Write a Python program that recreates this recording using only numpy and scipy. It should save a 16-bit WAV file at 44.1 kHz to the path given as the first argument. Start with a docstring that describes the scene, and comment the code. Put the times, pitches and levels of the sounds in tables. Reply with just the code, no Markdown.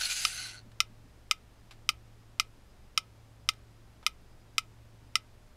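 """A quiet office, where a small plastic robot rolls over a desk with a wind-up metronome on top.
Each escapement stroke excites the damped modes of the metronome's case: a slightly lopsided tick.
Tooth impacts in the robot's two geared motors force its chassis to rattle; they run down and stop
within the first second. A hand adds faint knocks and bumps, and ventilation noise and the hum
of beating fans lie under it all."""
import sys
import numpy as np
from scipy import signal
from scipy.fft import rfft, irfft
from scipy.io import wavfile
from scipy.ndimage import uniform_filter1d

SR = 44100
rng = np.random.default_rng(int(sys.argv[2]) if len(sys.argv) > 2 else 0)


def store_pcm(level_fs):
    """Save levels as 16-bit WAV."""
    pcm = np.round(np.clip(level_fs, -1, 1) * 32767).astype(np.int16)
    wavfile.write(sys.argv[1], SR, np.atleast_2d(pcm).T)


N = 245195
TIME = np.arange(N) / SR
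DRIVE_TIME = TIME[:SR]  # the first second, in which the motors run


def gain_of(db):
    """Amplitude ratio of a level in decibels."""
    return 10 ** (np.asarray(db) / 20)


def unit_rms(x):
    """Normalisation to rms 1."""
    return x / np.sqrt(np.mean(x ** 2) + 1e-20)


def value_at(points, hz):
    """Interpolation on a logarithmic frequency axis."""
    f, value = np.transpose(points)
    return np.interp(np.log(hz + 1), np.log(f + 1), value)


def add(mix, start_s, sound):
    """Superposition of a sound on the mix."""
    part = mix[max(round(start_s * SR), 0):][:len(sound)]
    part += sound[:len(part)]


def decay(t, t60):
    """Exponential damping: 60 dB in t60 seconds."""
    return np.exp(-np.log(1000) * t / t60)


def coloured(x, spectrum):
    """Spectral shaping, at rms 1."""
    gain = gain_of(value_at(spectrum, np.fft.rfftfreq(len(x), 1 / SR)))
    return unit_rms(irfft(rfft(x) * gain, len(x)))


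def resonate(x, hz, width_hz):
    """Heterodyne resonance of gain 1 that can glide: shift to 0 Hz, smooth twice, shift back."""
    carrier = np.exp(2j * np.pi * np.cumsum(hz * np.ones(len(x))) / SR)
    pole = np.exp(-2 * np.pi * width_hz / SR)
    baseband = signal.lfilter([(1 - pole) ** 2], np.poly([pole, pole]), x / carrier + 1e-18)
    return 2 * (carrier * baseband).real


def filtered(x, hz, kind, order=2):
    """Maximally flat low-pass or high-pass."""
    return signal.sosfilt(signal.butter(order, min(hz, SR / 2 - 1), kind, fs=SR, output="sos"), x)


def wander(samples):
    """Slow random modulation: one second of twice-averaged noise at rms 1."""
    noise = rng.standard_normal(len(DRIVE_TIME))
    return unit_rms(uniform_filter1d(uniform_filter1d(noise, samples), samples))


# escapement strokes: t/s, level/dB, relative level of the pendulum weight's ring/dB
STROKES = [(0.2509, -2, -49.5), (0.8036, -1, -31.5), (1.3115, -1.8, -57), (1.8906, -1.5, -46),
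           (2.3979, -1.34, -49.5), (2.9764, -2, -44.5), (3.4891, -1.5, -27.5), (4.0648, -1.8, -46),
           (4.5816, -2.5, -48.5), (5.1553, -1.5, -27)]
# first hard snap of a stroke: f/Hz, level/dB, duration/s
SNAP_PULSES = [(3371, -7.5, 0.0012), (5443, -12, 0.002)]
# modes of the case and works: f/Hz, level/dB, T60/s
CASE_MODES = [(1215, -14, 0.017), (1313.5, -8, 0.015), (1368, -17, 0.019), (2085, -19.5, 0.033),
              (2065, -22, 0.017), (2384, -10, 0.0074), (2563, -14.5, 0.013), (2916, -57.5, 0.013),
              (3074, -16, 0.01), (3414, -14, 0.0094), (3620, -29.5, 0.011), (3770, -23.5, 0.0255),
              (3810, -11.5, 0.0081), (4760, -18, 0.024), (4965, -4.5, 0.0046), (5200, -37.5, 0.027),
              (5264, -19.5, 0.014), (5500, -5.5, 0.007), (6170, -22.5, 0.0085), (6750, -36.5, 0.026),
              (7190, -26.5, 0.02), (8480, -30, 0.014), (8900, -31, 0.022), (9300, -25.5, 0.0059),
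              (10060, -39.5, 0.025), (11020, -38, 0.0169), (12140, -34.5, 0.021), (14000, -36.5, 0.007)]
# friction of the pallet on the escape wheel: f/Hz, relative spectral level/dB
SCRAPE_SPECTRUM = [(200, -24.5), (600, -14), (850, -4.5), (1600, -13.5), (2500, 6.5), (5000, 0.5),
                   (7000, 0.5), (11000, -6.5), (16000, -19)]


def metronome(scatter_db=0.07, detune=0.0038, weight_hz=2046, scrape_db=-26):
    """Impact excitation: each stroke snaps, scrapes and rings damped modes, never quite alike."""
    out, t = np.zeros(N), np.arange(SR // 8) / SR
    snap = sum(gain_of(db) * np.sin(np.pi * np.minimum(t / length, 1)) ** 2 * np.sin(2 * np.pi * hz * t)
               for hz, db, length in SNAP_PULSES)
    hz, db, t60 = np.transpose(CASE_MODES)[:, :, None]
    polarity = (-1) ** np.arange(len(CASE_MODES))[:, None]  # neighbouring modes radiate in antiphase
    for start_s, stroke_db, weight_db in STROKES:
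        louder, sharper = rng.standard_normal((2, len(CASE_MODES), 1))
        envelopes = gain_of(db + scatter_db * louder) * decay(t, t60)
        modes = polarity * envelopes * np.sin(2 * np.pi * hz * (1 + detune * sharper) * t)
        weight = gain_of(weight_db) * decay(t, t60=0.062) * np.sin(2 * np.pi * weight_hz * t)
        friction = coloured(rng.standard_normal(len(t)), SCRAPE_SPECTRUM)
        scrape = gain_of(scrape_db) * friction * decay(t, t60=0.036)
        ring = filtered(snap + modes.sum(0) - weight, 1000, "highpass")  # a small box radiates no bass
        tick = reflections(ring + scrape, db=-15, t60=0.034, delay_s=0.0018)
        add(out, start_s, gain_of(stroke_db) * tick)
    return out


START_RATE_HZ, TOP_RATE_HZ = 510, 600  # teeth meeting per second
FASTEST_S, COAST_S, STOP_S = 0.14, 0.338, 0.63  # at COAST_S the power is cut and the wheels run on


def tooth_rate(run_down_power=0.68):
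    """Meshing frequency in Hz: a short rise, then friction slows the drive ever more steeply."""
    rising = np.interp(DRIVE_TIME, [0, FASTEST_S], [START_RATE_HZ, TOP_RATE_HZ])
    share_left = np.clip((STOP_S - DRIVE_TIME) / (STOP_S - FASTEST_S), 0, 1)
    return rising * share_left ** run_down_power


def gear_train(rate, wobble=0.025, uneven_db=3, chatter_gain=0.11, slide_gain=0.14):
    """Impact and friction: uneven tooth blows shake loose parts, and the flanks slide in between."""
    force, hiss = rng.standard_normal((2, len(rate)))
    teeth_passed = np.cumsum(rate * (1 + wobble * wander(samples=150))) / SR
    blows = np.diff(np.floor(teeth_passed), prepend=0) * gain_of(uneven_db * np.clip(force, -2, 2))
    chatter = signal.oaconvolve(blows, decay(TIME[:SR // 20], t60=0.0033))[:len(rate)]
    return blows + (chatter_gain * chatter + slide_gain * np.sqrt(rate / rate[0])) * hiss


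# plastic gearboxes and chassis: f/Hz, bandwidth/Hz, relative level driven/dB, the same coasting/dB
CHASSIS_MODES = [(756, 46, -25, -14), (1493, 91, 0, 5.5), (2055, 120, -11, -1), (2760, 330, -2, -1),
                 (4030, 130, -1.5, 4.5), (4350, 156, -2, 8.5), (4850, 220, 0.5, -4), (5550, 170, -20, -0.5),
                 (6250, 140, -2, 4), (6830, 500, -1.5, -2.5), (7380, 1900, -7.5, -6.5),
                 (10010, 360, 0.5, 1.5), (10200, 320, 1.5, -6), (11600, 1200, -18, -13)]


def chassis(teeth, flex=0.0029, flicker_db=2.0):
    """Forced vibration: the teeth ring the flexing frame; other modes lead once the gears go slack."""
    slack = np.clip((DRIVE_TIME - COAST_S) / 0.05 + 0.5, 0, 1)
    out = np.zeros(len(teeth))
    for k, (hz, width_hz, driven_db, coasting_db) in enumerate(CHASSIS_MODES):
        db = driven_db + slack * (coasting_db - driven_db) + flicker_db * wander(samples=900)
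        flexed_hz = hz * (1 + flex * wander(samples=1500))
        out += (-1) ** k * gain_of(db) * resonate(teeth, flexed_hz, width_hz)
    return unit_rms(out)


def rattle_envelope(rate, db=-37.5, cut_db=-3.5, rebound_db=-5.5, fade_power=1.4):
    """Backlash: the rattle follows the speed and dips as teeth part, at the power cut and after jolts."""
    dip_db = cut_db * np.exp(-((DRIVE_TIME - COAST_S) / 0.044) ** 2)
    for start_s, _, length, _ in GEAR_JOLTS:
        rebound_s = start_s + length + 0.017
        dip_db += rebound_db * np.exp(-((DRIVE_TIME - rebound_s) / 0.0083) ** 2)
    fade_below_hz = 0.58 * TOP_RATE_HZ
    return gain_of(db + dip_db) * np.tanh((rate / fade_below_hz) ** fade_power)


# grinding of the gears: f/Hz, relative spectral level/dB
GRIND_SPECTRUM = [(300, -25.5), (550, -31), (720, -12.5), (1050, -22), (1450, -8), (1800, -9.5), (2500, -4),
                  (4400, -5.5), (6500, -7.5), (9000, -30), (10500, -12.5), (11200, -18.5), (14500, -24),
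                  (16000, -42)]
# whine of the mesh: multiple of the tooth rate, level re the rattle at the starting speed/dB
MESH_HARMONICS = [(4, -20), (5, -21), (9, -19.5)]
# gears jolting across their play: t/s, level/dB, duration/s, resonance f/Hz
GEAR_JOLTS = [(0.008, -31.5, 0.016, 1503), (0.027, -32.5, 0.038, 4285), (0.086, -37, .043, 2390)]


def motors(grind_db=-5, slower_ratio=0.87, dull_hz=3000, treble_power=1.28, jolt_ring=0.89):
    """Gear noise: one train rings the chassis, a slower one grinds; they jolt, and dull as they slow."""
    rate = tooth_rate()
    pace = rate / rate[0]
    ring = chassis(gear_train(rate))
    grind = gain_of(grind_db) * coloured(gear_train(slower_ratio * rate), GRIND_SPECTRUM)
    rattle = unit_rms(ring + grind)
    for multiple, db in MESH_HARMONICS:
        whine = resonate(rng.standard_normal(len(rate)), multiple * rate, width_hz=30)
        rattle += gain_of(db) * pace * unit_rms(whine)
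    dull = filtered(rattle, dull_hz, "lowpass", order=1)
    out = (dull + pace ** treble_power * (rattle - dull)) * rattle_envelope(rate)
    for start_s, db, length, hz in GEAR_JOLTS:
        clatter = coloured(rng.standard_normal(SR // 8), GRIND_SPECTRUM)
        jolt = unit_rms(clatter + jolt_ring * unit_rms(resonate(clatter, hz, width_hz=90)))
        window = signal.windows.tukey(int(length * SR), 0.4)
        add(out, start_s, gain_of(db) * jolt[:len(window)] * window)
    return np.pad(reflections(out, db=-14.5, t60=0.018, delay_s=0.0058), (0, N - len(out)))


# light knocks on plastic: t/s, level/dB, T60/s, treble cutoff f/Hz
HAND_KNOCKS = [(0.717, -59.5, 0.055, 3940), (1.7095, -50, 0.11, 3520), (3.536, -51.5, 0.016, 6040),
               (4.0283, -50, 0.056, 1316)]
# a hand shifting its grip: t/s, level/dB, duration/s
GRIP_BUMPS = [(0.634, -55, 0.061), (0.857, -61.5, 0.13), (1.025, -61, 0.065), (1.143, -58.5, .06)]


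def handling(low_cut_hz=700, bump_hz=223):
    """Heavily damped impacts: knocks are short bursts of broadband noise, bumps a low narrow band."""
    out, t = np.zeros(N), np.arange(SR // 4) / SR
    for start_s, db, t60, hz in HAND_KNOCKS:
        noise = filtered(rng.standard_normal(len(t)), hz, "lowpass", order=1)
        softened = filtered(noise, 2 * hz, "lowpass", order=1)
        knock = unit_rms(filtered(softened, low_cut_hz, "highpass"))
        add(out, start_s, gain_of(db) * knock * decay(t, t60))
    for start_s, db, length in GRIP_BUMPS:
        bump = unit_rms(resonate(rng.standard_normal(len(t)), bump_hz, width_hz=55))
        window = np.hanning(int(length * SR))
        add(out, start_s, gain_of(db) * bump[-len(window):] * window)
    return out


def echo_taps(samples, density=0.1):
    """Diffuse scattering: sparse echoes of random sign."""
    return rng.choice([-1., 1.], samples) * (rng.random(samples) < density)


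def reflections(x, db, t60, delay_s):
    """Early reflections from the desk, lamp and partitions join the direct sound."""
    t = TIME[:SR // 12]
    response = echo_taps(len(t)) * decay(t, t60) * np.clip(t / delay_s - 1, 0, 1)
    return x + gain_of(db) * signal.oaconvolve(x, response / np.linalg.norm(response))[:len(x)]


# reverberation time of the padded office: f/Hz, T60/s
REVERB_TIMES = [(300, 0.35), (1300, 0.14), (3500, 0.1208), (7000, 0.096), (15000, 0.12)]


def reverberation(x, db=-25, delay_s=0.0062):
    """Absorption varies with frequency: the room's faint tail dies soonest in the treble."""
    t = TIME[:SR // 3]
    hz, frame_s, bands = signal.stft(echo_taps(len(t)), SR, nperseg=256)
    damped = bands * decay(frame_s, value_at(REVERB_TIMES, hz)[:, None])
    tail = signal.istft(damped, SR, nperseg=256)[1][:len(t)] * np.clip(t / delay_s - 1, 0, 1)
    return gain_of(db) * signal.oaconvolve(x, tail / np.linalg.norm(tail))[:N]


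# ventilation noise: f/Hz, relative spectral level/dB
AIR_SPECTRUM = [(15, -5), (40, -5), (75, -5.5), (140, -10), (230, -12.5), (400, -17), (800, -20.5),
                (2300, -27.5), (5000, -32), (8000, -36), (13700, -41), (15800, -48.5)]
# fan and mains tones: f/Hz, rms level/dB, bandwidth/Hz
HUM_BANDS = [(21.19, -61, 4.3), (40, -69.5, 6), (62, -64, 8), (358, -82, 6.4), (605, -80.5, 0.59),
             (4975, -86.5, 53)]


def fans(air_db=-60, fan_hz=111.3, fan_db=-62, second_fan_db=-67, beat_s=1.38, in_phase_s=0.7):
    """Interference: two fans of nearly equal speed beat, over air noise and wavering narrow-band hums."""
    hz, t = np.fft.rfftfreq(N, 1 / SR), TIME - in_phase_s
    out = gain_of(air_db) * coloured(rng.standard_normal(N), AIR_SPECTRUM)
    for centre_hz, db, width_hz in HUM_BANDS:
        peak = 1 / (1 + (2 * (hz - centre_hz) / width_hz) ** 2)
        out += gain_of(db) * unit_rms(irfft(rfft(rng.standard_normal(N)) * peak, N))
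    out += gain_of(fan_db) * unit_rms(np.cos(2 * np.pi * fan_hz * t))
    return out + gain_of(second_fan_db) * unit_rms(np.cos(2 * np.pi * (fan_hz - 1 / beat_s) * t))


def scene():
    """Superposition of the sources on the desk, their reverberation and the fans."""
    desk = metronome() + motors() + handling()
    return (desk + reverberation(desk) + fans())[None]


def record(dry, ceiling=0.51, band_limit_hz=15800):
    """Soft saturation in the microphone rounds the peaks of the ticks; a low-pass limits the band."""
    rounded = ceiling * np.tanh(dry / ceiling)
    lowpass = signal.firwin(511, band_limit_hz, window=("kaiser", 9), fs=SR)
    return signal.oaconvolve(rounded, lowpass[None], "same")


dry = scene()
out = record(dry)
store_pcm(out)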